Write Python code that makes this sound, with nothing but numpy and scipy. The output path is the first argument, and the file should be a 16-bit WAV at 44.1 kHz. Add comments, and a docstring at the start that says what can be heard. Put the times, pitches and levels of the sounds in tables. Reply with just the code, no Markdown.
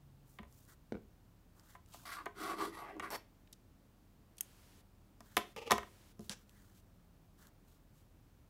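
"""Crochet at a table in a quiet room, microphone close: soft pulls of yarn over room tone, hum and drone.
A hook thuds down on its handle; small steel scissors are dragged over the tabletop by stick-slip friction,
scrape as they lift, part and snip once through the yarn in short noise crunches that ring the steel.
They clatter back as damped modes of the top, skidding in three slips before they fall flat.
Fingers knock and a nail slides to pick up the hook; the loose end hisses softly through the stitch."""
import sys
import numpy as np
from scipy import signal
from scipy.fft import rfft, irfft
from scipy.io import wavfile
from scipy.ndimage import uniform_filter1d

SR = 44100
rng = np.random.default_rng(int(sys.argv[2]) if len(sys.argv) > 2 else 0)


def wrap_up_sound(samples):
    """Save the sound to the file named by the first command line argument, as 16-bit audio."""
    columns = np.atleast_2d(samples).T
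    # keep every value between -1 and 1, then stretch to whole-number steps
    tamed = np.clip(columns, -1, 1)
    steps = np.round(tamed * 32767).astype(np.int16)
    wavfile.write(sys.argv[1], SR, steps)


N = 374805
TIME = np.arange(N) / SR
RING_TIME = np.arange(SR // 4) / SR

# Crowded higher bending waves of the tabletop. Each row: frequency in Hz, level in dB.
BENDING_WAVES = [(60, -17), (300, 5), (1000, -2), (2000, -2.5), (3500, 4.5), (7000, -9.5), (16000, -24)]
# Ring of the scissors on or leaving the table. Each row: frequency in Hz, width in Hz, level in dB.
SCISSORS_RING = [(4370, 140, -1.5), (5260, 190, -0.5), (7360, 120, -17), (8400, 130, -5.5),
                 (10040, 210, -3), (11400, 130, -1.5), (12100, 130, -7), (13000, 130, -1), (15200, 130, -8)]
# Pushes that drag the scissors. Each row: start in seconds, length in seconds, rise in seconds, friction
# in dB, boom of the top in dB and grit in dB (boom and grit before their trims), main resonance in Hz.
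SCISSOR_PUSHES = [(2.052, 0.086, 0.0043, -52, -69, -54, 1310),
                  (2.108, 0.044, 0.016, -49.5, -77, -54.5, 1430),
                  (2.168, 0.034, 0.022, -54.5, -62, -67, 1420),
                  (2.335, 0.18, .11, -44.5, -47.5, -51.5, 1300),
                  (2.552, .105, .06, -44.5, -45, -50.5, 1070), (2.707, .1, 0.048, -50, -61, -61, 1050),
                  (2.804, .1, 0.024, -50, -59.5, -72, 885), (2.913, 0.058, 0.018, -60.5, -52.5, -82, 620),
                  (3.016, 0.034, .016, -46, -55, -60, 1360)]


def amp(db):
    """Decibels to gain."""
    return 10 ** (np.asarray(db) / 20)


def unit(x):
    """Scales to rms 1."""
    return x / np.sqrt(np.mean(x ** 2) + 1e-20)


def crest(x):
    """Scales the loudest 3 ms to rms 1."""
    loudest = uniform_filter1d(x ** 2, size=132, mode="constant").max()
    return x / np.sqrt(loudest + 1e-20)


def decay(t, t60):
    """Exponential fall by 60 dB in t60 seconds."""
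    return np.exp(-np.log(1000) * t / t60)


def read(points, hz):
    """Reads a spectrum on a log-frequency axis."""
    f, value = np.transpose(points)
    return np.interp(np.log(hz + 1), np.log(f + 1), value)


def add(mix, s, sound):
    """Mixes a sound in at s seconds."""
    part = mix[round(s * SR):][:len(sound)]
    part += sound[:len(part)]


def colour(x, spectrum, size=8192):
    """Causal minimum-phase filter with the given spectrum."""
    log_gain = np.log(amp(read(spectrum, abs(np.fft.fftfreq(size, 1 / SR)))))
    response = np.exp(np.conj(signal.hilbert(log_gain)))
    taps = np.fft.ifft(response).real[:size // 2]
    return signal.oaconvolve(x, taps)[:len(x)]


def band(x, low_hz, high_hz, order=2):
    """High-pass, then low-pass."""
    for hz, kind in ((low_hz, "high"), (high_hz, "low")):
        x = signal.sosfilt(signal.butter(order, min(hz, SR / 2 - 100), kind, fs=SR, output="sos"), x)
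    return x


def resonate(x, modes):
    """Parallel resonances given as (Hz, width in Hz, dB)."""
    return sum(amp(db) * signal.lfilter(*signal.iirpeak(hz, hz / width, SR), x) for hz, width, db in modes)


def glide(x, hz, width_hz):
    """A resonance that follows the curve hz: shift down to zero, smooth, shift back up."""
    turn = np.exp(2j * np.pi * np.cumsum(hz) / SR)
    r = np.exp(-np.pi * width_hz / SR)
    return (turn * signal.lfilter([(1 - r) ** 2], [1, -2 * r, r * r], x / turn)).real


def ring(modes):
    """Damped modes (Hz, dB, t60 in s); the spot that is struck randomly favours some of them."""
    hz, db, t60 = np.transpose(modes)[:, :, None]
    place = amp(rng.standard_normal(hz.shape)) * rng.choice([-1, 1], hz.shape)
    waves = np.sin(2 * np.pi * hz * RING_TIME)
    return (place * amp(db) * decay(RING_TIME, t60) * waves).sum(axis=0)


def burst(t60):
    """Noise that dies away."""
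    return rng.standard_normal(len(RING_TIME)) * decay(RING_TIME, t60)


def wander(per_s, count=4000):
    """Slow chance of rms 1 that changes about per_s times a second."""
    t = np.linspace(0, TIME[-1], count)
    smoothing = np.exp(-(np.fft.rfftfreq(count, t[1]) / per_s) ** 2)
    slow = irfft(rfft(rng.standard_normal(count)) * smoothing, count)
    return np.interp(TIME, t, unit(slow))


def slips(per_s, spread_db):
    """Friction: tiny stick-slip impulses at random times, a few of them large."""
    chance = rng.random(N)
    size = np.minimum(rng.exponential(1, N), 4)
    at = np.flatnonzero(chance < per_s / SR)
    out = np.zeros(N)
    out[at] = amp(spread_db * size[at]) * (-1) ** at
    return unit(out)


def stroke(start, length, rise_s, t60):
    """Gain over time of one sliding contact: it builds up, holds for its length and dies away."""
    out = np.zeros(N)
    t = np.arange(0, length + 1.5 * t60, 1 / SR)
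    attack = np.sin(np.pi / 2 * np.minimum(t / rise_s, 1)) ** 2
    add(out, start, attack * decay(np.maximum(t - length, 0), t60))
    return out


def pushed(levels_db, t60):
    """Gain over time of all pushes, each at its own level; overlaps add in power."""
    power = sum((amp(db) * stroke(*push[:3], t60)) ** 2 for push, db in zip(SCISSOR_PUSHES, levels_db))
    return np.sqrt(power)


def background():
    """Coloured noise of the room, a deep wavering hum, a wandering drone and a lingering hiss."""
    # Room tone. Each row: frequency in Hz, relative level in dB.
    air_colour = [(20, -19.5), (35, -9), (50, -7.5), (70, -4.5), (105, -3.5), (140, -10.5), (290, -13),
                  (400, -20.5), (600, -22.5), (1100, -27), (2000, -33.5), (5000, -38), (10500, -41.5),
                  (15500, -37.5)]
    # Faint drone. Each row: time in seconds, pitch in Hz before a small random waver, level in dB.
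    drone_path = [(0, 140, -64), (.65, 131, -71.5), (1.05, 171, -75), (3.7, 190, -78), (6.5, 204, -75),
                  (7.05, 173, -72.5), (7.4, 155, -77.5), (8.5, 150, -80.5)]
    # Even hiss after the sharpest sounds. Each row: start in seconds, end in seconds, level in dB.
    hiss_spans = [(4.396, 4.815, -68.5), (5.38, 5.53, -69), (5.723, 6.126, -68.5)]
    # Colour of that hiss. Each row: frequency in Hz, relative level in dB.
    hiss_spectrum = [(200, 8), (1000, 4), (3000, 2.5), (8000, -1), (16000, -4.5)]
    air = amp(-65.5) * unit(colour(rng.standard_normal(N), air_colour))
    hum_hz, hum_db = 38, -70
    hum = amp(hum_db) * unit(np.sin(2 * np.pi * hum_hz * TIME + 0.15 * wander(per_s=3.6)))
    s, hz, db = np.transpose(drone_path)
    turns = np.cumsum(np.interp(TIME, s, hz)) / SR
    drone_wave = unit(np.sin(2 * np.pi * turns + 0.5 * wander(per_s=10)))
    drone = drone_wave * amp(np.interp(TIME, s, db))
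    held = sum(amp(db) * ((TIME > a) & (TIME < b)) for a, b, db in hiss_spans)
    held = uniform_filter1d(held, size=800)  # softens the edges
    hiss = held * unit(colour(rng.standard_normal(N), hiss_spectrum))
    return air + hum + drone + hiss


def yarn(rub_trim_db=-3, rub_width_hz=1100, rub_shift=0.11, snag_db=1.7):
    """Countless fibres catch and let go; a duller rub of shifting pitch joins. Both follow the pull's speed."""
    # Pulls over fingers and hook. Each row: start in seconds, length in seconds, fibre hiss in dB,
    # lowest hiss frequency in Hz (higher is thinner), rub in dB before its trim, middle rub pitch in Hz.
    yarn_pulls = [(0.253, 0.14, -70.5, 6000, -92, 1500), (0.472, .24, -70, 5000, -90, 1500),
                  (0.674, 0.077, -64.5, 1500, -64, 1740), (1.546, .11, -72.5, 1500, -69.5, 1400),
                  (1.634, .14, -66.5, 1000, -68.5, 1810), (1.871, 0.14, -66.5, 1500, -68.5, 1280),
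                  (1.917, 0.075, -60, 2000, -77, 1500), (1.98, 0.12, -63.5, 500, -68, 1490),
                  (5.214, 0.21, -69, 300, -72, 1490), (6.2, 0.1, -66.5, 2500, -76, 1500),
                  (6.336, 0.11, -73.5, 1000, -75, 1600), (6.467, 0.3, -71.5, 1000, -74, 1780),
                  (6.741, 0.071, -68.5, 2500, -77.5, 1500), (7.375, 0.12, -66.5, 500, -67, 1450),
                  (7.641, 0.15, -73.5, 1500, -78.5, 1200), (7.929, .11, -74.5, 2500, -90, 1490)]
    # Colour of the fibre hiss. Each row: frequency in Hz, level in dB.
    fibre_colour = [(400, -11), (1600, -3.5), (3000, 1), (5000, -2), (7000, -0.5), (10000, -4),
                    (13000, -2.5), (16000, -1.5)]
    # A pull speeds up and stops in one arch: skew over 1 peaks late; roundness under 1 has a broad top.
    skew, roundness = 0.93, 0.63
    fibres = slips(per_s=15000, spread_db=4.0) * amp(snag_db * wander(per_s=70))
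    hiss = colour(fibres, fibre_colour)
    shift = 1 + rub_shift * wander(per_s=12)
    out = np.zeros(N)
    for start, length, fibre_db, lowest_hz, rub_db, rub_hz in yarn_pulls:
        during = (TIME > start) & (TIME < start + length)
        progress = (TIME[during] - start) / length
        speed = abs(np.sin(np.pi * progress ** skew)) ** roundness
        fine = amp(fibre_db) * unit(band(hiss[during], lowest_hz, SR / 2))
        rub = unit(glide(fibres[during], rub_hz * shift[during], rub_width_hz))
        add(out, start, speed * (fine + amp(rub_trim_db + rub_db) * rub))
    return out


def knocks(bending_db=-2, bending_t60=0.041, tick_t60=0.0065, rattle_db=-19, rattle_t60=0.035):
    """Each blow rings the tabletop, within its own band and with its own contact tick."""
    # Blows by the hook, fingers and scissors. Each row: time in seconds, thud in dB, lowest Hz and highest Hz #
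    # of the blow, contact tick in dB.
    blows = [(0.3873, -48, 402, 2530, -65.5), (.398, -47, 60.3, 229, -85), (0.4314, -54.5, 150, 2400, -71),
             (0.451, -63.5, 90, 1500, -81), (1.751, -50, 790, 1630, -73), (1.944, -49.5, 686, 960, -78),
             (2.2581, -42.5, 990, 1890, -51.5), (2.263, -36.5, 386, 1760, -63),
             (2.966, -48.5, 248, 700, -74), (2.997, -39.5, 950, 2160, -51), (3.002, -42.5, 130, 2500, -64),
             (3.13, -40, 350, 1190, -61), (5.206, -52.5, 160, 1500, -56.5),
             (5.368, -23.5, 380, 3000, -28.5), (5.3773, -33, 129.5, 1203, -34.5),
             (5.563, -50.5, 350, 3560, -54.5), (5.7, -39.5, 602.4, 2406, -59),
             (5.707, -28.5, 300, 1500, -39.5), (5.7094, -26, 200, 1790, -29),
             (5.7177, -20, 400, 2605, -26.5), (5.725, -28, 100, 801, -40), (5.781, -35, 486, 2030, -44.5),
             (5.831, -45.5, 800, 2000, -65), (6.194, -44.5, 100, 420, -59.5), (6.207, -54, 99, 302, -63),
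             (6.296, -46, 101, 278, -50)]
    # Ring of the tabletop. Each row: frequency in Hz, level in dB, t60 in seconds.
    top_modes = [(66, -13, 0.4), (102, -12.5, .15), (212, -4.5, 0.11), (278, -21, .1), (354.8, -9, 0.11),
                 (411, -9, 0.17), (434.4, -15.5, 0.064), (524, -9.5, 0.039), (595, -10.5, 0.069),
                 (698, -5.5, 0.095), (770, -4, 0.032), (995, -2, 0.05), (1046, 5, 0.032),
                 (1215, 1.5, 0.025), (1344, -8.5, .04), (1550, -7.5, 0.043), (1702, -4.5, 0.021),
                 (1847, -0.5, 0.038), (1950, -1, .022), (2127, -4, 0.04), (2253, -10.5, 0.071),
                 (3340, -13, .025)]
    # Colour of the contact tick. Each row: frequency in Hz, level in dB.
    tick_colour = [(500, -22), (2000, -3.5), (4500, -1), (6400, 2.5), (8000, -5.5), (11300, -3),
                   (14000, -10), (16000, -11.5)]
    out = np.zeros(N)
    push_db, push_hz, push_t60 = -24, 70, 0.15
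    push = amp(push_db) * ring([(push_hz, 0, push_t60)])  # the whole table gives a little
    for s, db, low_hz, high_hz, tick_db in blows:
        bending = unit(colour(burst(bending_t60), BENDING_WAVES, size=2048))
        top = unit(ring(top_modes)) + amp(bending_db) * bending
        thud = crest(band(top, low_hz, high_hz, order=3)) + push
        contact = burst(tick_t60) + amp(rattle_db) * burst(rattle_t60)
        tick = crest(colour(contact, tick_colour, size=1024))
        add(out, s, amp(db) * thud + amp(tick_db) * tick)
    return out


def clicks(lowest_hz=2200):
    """A short crunch of contact, ringing the steel when the blades part or snap shut."""
    # Clicks of blades, hook and fingernail. Each row: time in seconds, level in dB, contact length in
    # seconds, centre in Hz, steel share from 0 to 1.
    contacts = [(.525, -66, 0.0018, 9000, 0), (.651, -67, .001, 9000, 0), (1.86, -67, 0.0024, 5500, 0),
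                (1.596, -63, 0.0013, 6000, 0.1), (3.1042, -49, .001, 11000, 0),
                (3.473, -67.5, 0.0037, 2190, 0.1), (3.527, -55, 0.0012, 14000, 0),
                (3.528, -52, 0.0036, 6000, 0), (3.533, -64, 0.0057, 5050, .05),
                (4.368, -67, 0.004, 9000, .6), (4.381, -52, 0.0045, 7500, 0.45),
                (4.386, -61, 0.0042, 8000, 0.3), (4.4081, -30.5, 0.0012, 9100, 0.86),
                (4.4103, -45, 0.004, 11100, 0.5), (4.43, -62, .005, 10000, 0.6),
                (6.2949, -37, 0.0015, 5970, 0.2), (6.494, -61.5, 0.00096, 6000, 0.46),
                (7.469, -60.5, 0.002, 6030, 0.52)]
    # Scissors held in the hand. Each row: frequency in Hz, width in Hz, level in dB.
    held_steel = [(2660, 230, -11.5), (3220, 400, -14), (5550, 440, -21), (6450, 280, -18), (9180, 270, 1),
                  (11400, 510, -8), (12840, 300, 0), (15500, 600, -13)]
    out = np.zeros(N)
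    for s, db, length, centre_hz, steel in contacts:
        release = np.exp(-np.maximum(RING_TIME - length, 0) / (0.3 * length))
        press = release * np.minimum(RING_TIME / length * 3, 1)
        crunch = rng.standard_normal(len(press)) * press
        plain = band(crunch, max(lowest_hz, centre_hz / 2), centre_hz * 1.43, order=3)
        ringing = band(resonate(crunch, held_steel), lowest_hz, SR / 2)
        add(out, s, amp(db) * crest(steel * unit(ringing) + (1 - steel) * unit(plain)))
    return out


def hook(tick_t60=0.026):
    """The hook bounces on its rubber handle: soft thuds, each with a faint tick of the tip."""
    # Bounces. Each row: time in seconds, thud in dB, tick in dB.
    bounces = [(0.9222, -32.5, -56.5), (0.9435, -44, -78), (0.9523, -39.5, -69), (.969, -46, -75)]
    # Dull handle and ringing metal shank. Each row: frequency in Hz, level in dB, t60 in seconds.
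    hook_modes = [(108, -6.5, 0.066), (211, 0, 0.1), (288, -0.5, 0.033), (387, -4, 0.1), (445, 2.5, 0.036),
                  (532, -3, .025), (670, -9, 0.028), (1475, -8, 0.017), (2260, -12, 0.016)]
    out = np.zeros(N)
    for s, db, tick_db in bounces:
        tick = crest(colour(burst(tick_t60), BENDING_WAVES, size=2048))
        add(out, s, amp(db) * crest(ring(hook_modes)) + amp(tick_db) * tick)
    return out


def drag(ring_t60=0.061, boom_trim_db=-1, grit_trim_db=-2, steel_db=-9, main_db=-5, main_width_hz=520):
    """Clumped slips of steel drive modes of the top and blades, which swell and fade individually."""
    # Modes of the drag. Each row: frequency in Hz, width in Hz, level in dB.
    drag_modes = [(738, 112, -0.5), (1141, 78, 4), (1425, 40, -5.5), (1620, 70, -8.5), (1930, 150, -3.5),
                  (2580, 140, -14)]
    # Boom of the top. Each row: frequency in Hz, width in Hz, level in dB.
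    boom_modes = [(206, 31, -12.5), (324, 35, 1), (391, 31, 0.5)]
    # Colour of the grit. Each row: frequency in Hz, level in dB.
    grit_colour = [(1500, -14), (2600, -4), (3000, 0.5), (3800, 3.5), (5500, -3.5), (8000, -4.5),
                   (12000, -8.5), (16000, -13)]
    clump_db, travel_db, blade_swing_db = 1.0, 5.0, 5  # random swings of slips, modes and blade ring
    # after a push the scissors slide to rest; the top booms a little longer
    slide_t60, boom_t60 = 0.2, 0.42
    start, length, _, frictions, booms, grits, main_hz = np.transpose(SCISSOR_PUSHES)
    jerks = unit(slips(per_s=2500, spread_db=2.5) * amp(clump_db * wander(per_s=130)))
    grains = unit(signal.oaconvolve(jerks, burst(ring_t60))[:N])
    modes = sum(resonate(jerks, [mode]) * amp(travel_db * wander(per_s=9.9)) for mode in drag_modes)
    main = glide(jerks, np.interp(TIME, start + length / 2, main_hz), main_width_hz)
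    body = unit(band(unit(modes) + amp(main_db) * unit(main), 554, 2740, order=4))
    boom = amp(boom_trim_db) * unit(band(resonate(jerks, boom_modes), 203, 453, order=3))
    fine = grains + amp(-3.5) * slips(per_s=600, spread_db=2)
    blades = sum(resonate(jerks, [mode]) * amp(blade_swing_db * wander(per_s=9)) for mode in SCISSORS_RING)
    grit = amp(grit_trim_db) * unit(colour(fine, grit_colour)) + amp(steel_db) * unit(blades)
    sliding = body * pushed(frictions, slide_t60) + grit * pushed(grits, slide_t60)
    return sliding + boom * pushed(booms, boom_t60)


def scrapes(ring_db=7):
    """Short strokes of friction on the top: scissors lifted and ringing, three skids, a fingernail."""
    # Colour of the scissors scraping as they lift. Each row: frequency in Hz, level in dB.
    lift_colour = [(88, -41), (150, -21), (315, -9), (545, -9), (905, -2.5), (1420, -13.5), (2100, -10),
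                   (2980, -19), (4410, -17), (6510, -27.5), (7180, -21), (13700, -39), (16000, -40)]
    # Skids of one end before the scissors fall flat. Each row: start in seconds, rise in seconds, level in dB.
    skid_strokes = [(5.562, .003, -46), (5.608, 0.012, -50.5), (5.653, .018, -46)]
    # Colour of the skids. Each row: frequency in Hz, level in dB.
    skid_colour = [(120, -43.5), (200, -6.5), (311, -11.5), (465, 4.5), (696, -13.5), (899, -0.5),
                   (986, -23), (1180, -7.5), (1530, -26.5), (1940, -14), (2700, -5.5), (3760, -20),
                   (5200, -19), (6880, -23.5), (7970, -29), (16000, -35)]
    # Colour of the nail sliding under the hook. Each row: frequency in Hz, level in dB.
    nail_colour = [(290, -65), (500, -7.5), (1260, -12), (1770, -4), (1930, -13), (3340, -10), (4030, -14),
                   (5800, -8), (16000, -29)]
    bite_s = 0.0019  # a hard edge grips the top this quickly
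    grains = unit(slips(per_s=2200, spread_db=2.5) * amp(1.5 * wander(per_s=150)))

    # the scissors scrape harder as they tip up and leave the table
    lift_s, lift_length_s, lift_db, swell_db, lift_t60 = 3.102, 0.053, -49, 9, 0.06
    tilt = np.clip((TIME - lift_s) / lift_length_s, 0, 1)
    pressure = amp(lift_db + swell_db * tilt) * stroke(lift_s, lift_length_s, bite_s, lift_t60)
    lift = unit(colour(grains, lift_colour)) * pressure
    free_ring = amp(ring_db) * resonate(grains * pressure, SCISSORS_RING)

    skid_length_s, skid_t60 = 0.023, 0.11
    skid_gain = sum(amp(db) * stroke(s, skid_length_s, rise_s, skid_t60) for s, rise_s, db in skid_strokes)
    skid = unit(colour(grains, skid_colour)) * skid_gain

    nail_s, nail_length_s, nail_db, nail_t60 = 6.294, 0.039, -50.5, 0.04
    nail_gain = amp(nail_db) * stroke(nail_s, nail_length_s, bite_s, nail_t60)
    nail = unit(colour(grains, nail_colour)) * nail_gain
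    return lift + free_ring + skid + nail


def room(x, build_s=0.0033):
    """Diffuse reflections that build up quickly and die band by band."""
    # Reverberation of the room. Each row: frequency in Hz, t60 in seconds.
    room_t60 = [(150, 0.35), (400, 0.36), (1000, 0.23), (3000, 0.3), (7000, 0.22), (15000, 0.15)]
    hz, t, z = signal.stft(rng.standard_normal(len(RING_TIME)), SR, nperseg=256)
    fading = z * decay(t, read(room_t60, hz)[:, None])
    tail = signal.istft(fading, SR, nperseg=256)[1][:len(RING_TIME)]
    tail *= np.minimum(RING_TIME / build_s, 1)
    return signal.oaconvolve(x, tail / np.linalg.norm(tail))[:N]


def scene(table_wet_db=-12, hand_wet_db=-21):
    """Sounds on the table to one side are wetter than those in the hands right under the microphone."""
    hands = yarn() + clicks()
    table = knocks() + hook() + drag() + scrapes()
    reflections = room(amp(table_wet_db) * table + amp(hand_wet_db) * hands)
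    return (background() + table + hands + reflections)[None]


def record(dry):
    """The recorder's band limits: a low cut against rumble and a steep treble edge."""
    rumble_cut_hz, edge_hz = 30, 15800
    cut = signal.sosfilt(signal.butter(4, rumble_cut_hz, "high", fs=SR, output="sos"), dry)
    edge = signal.firwin(201, edge_hz, window=("kaiser", 8), fs=SR)
    return signal.oaconvolve(cut, edge[None], "same")


dry = scene()
out = record(dry)
wrap_up_sound(out)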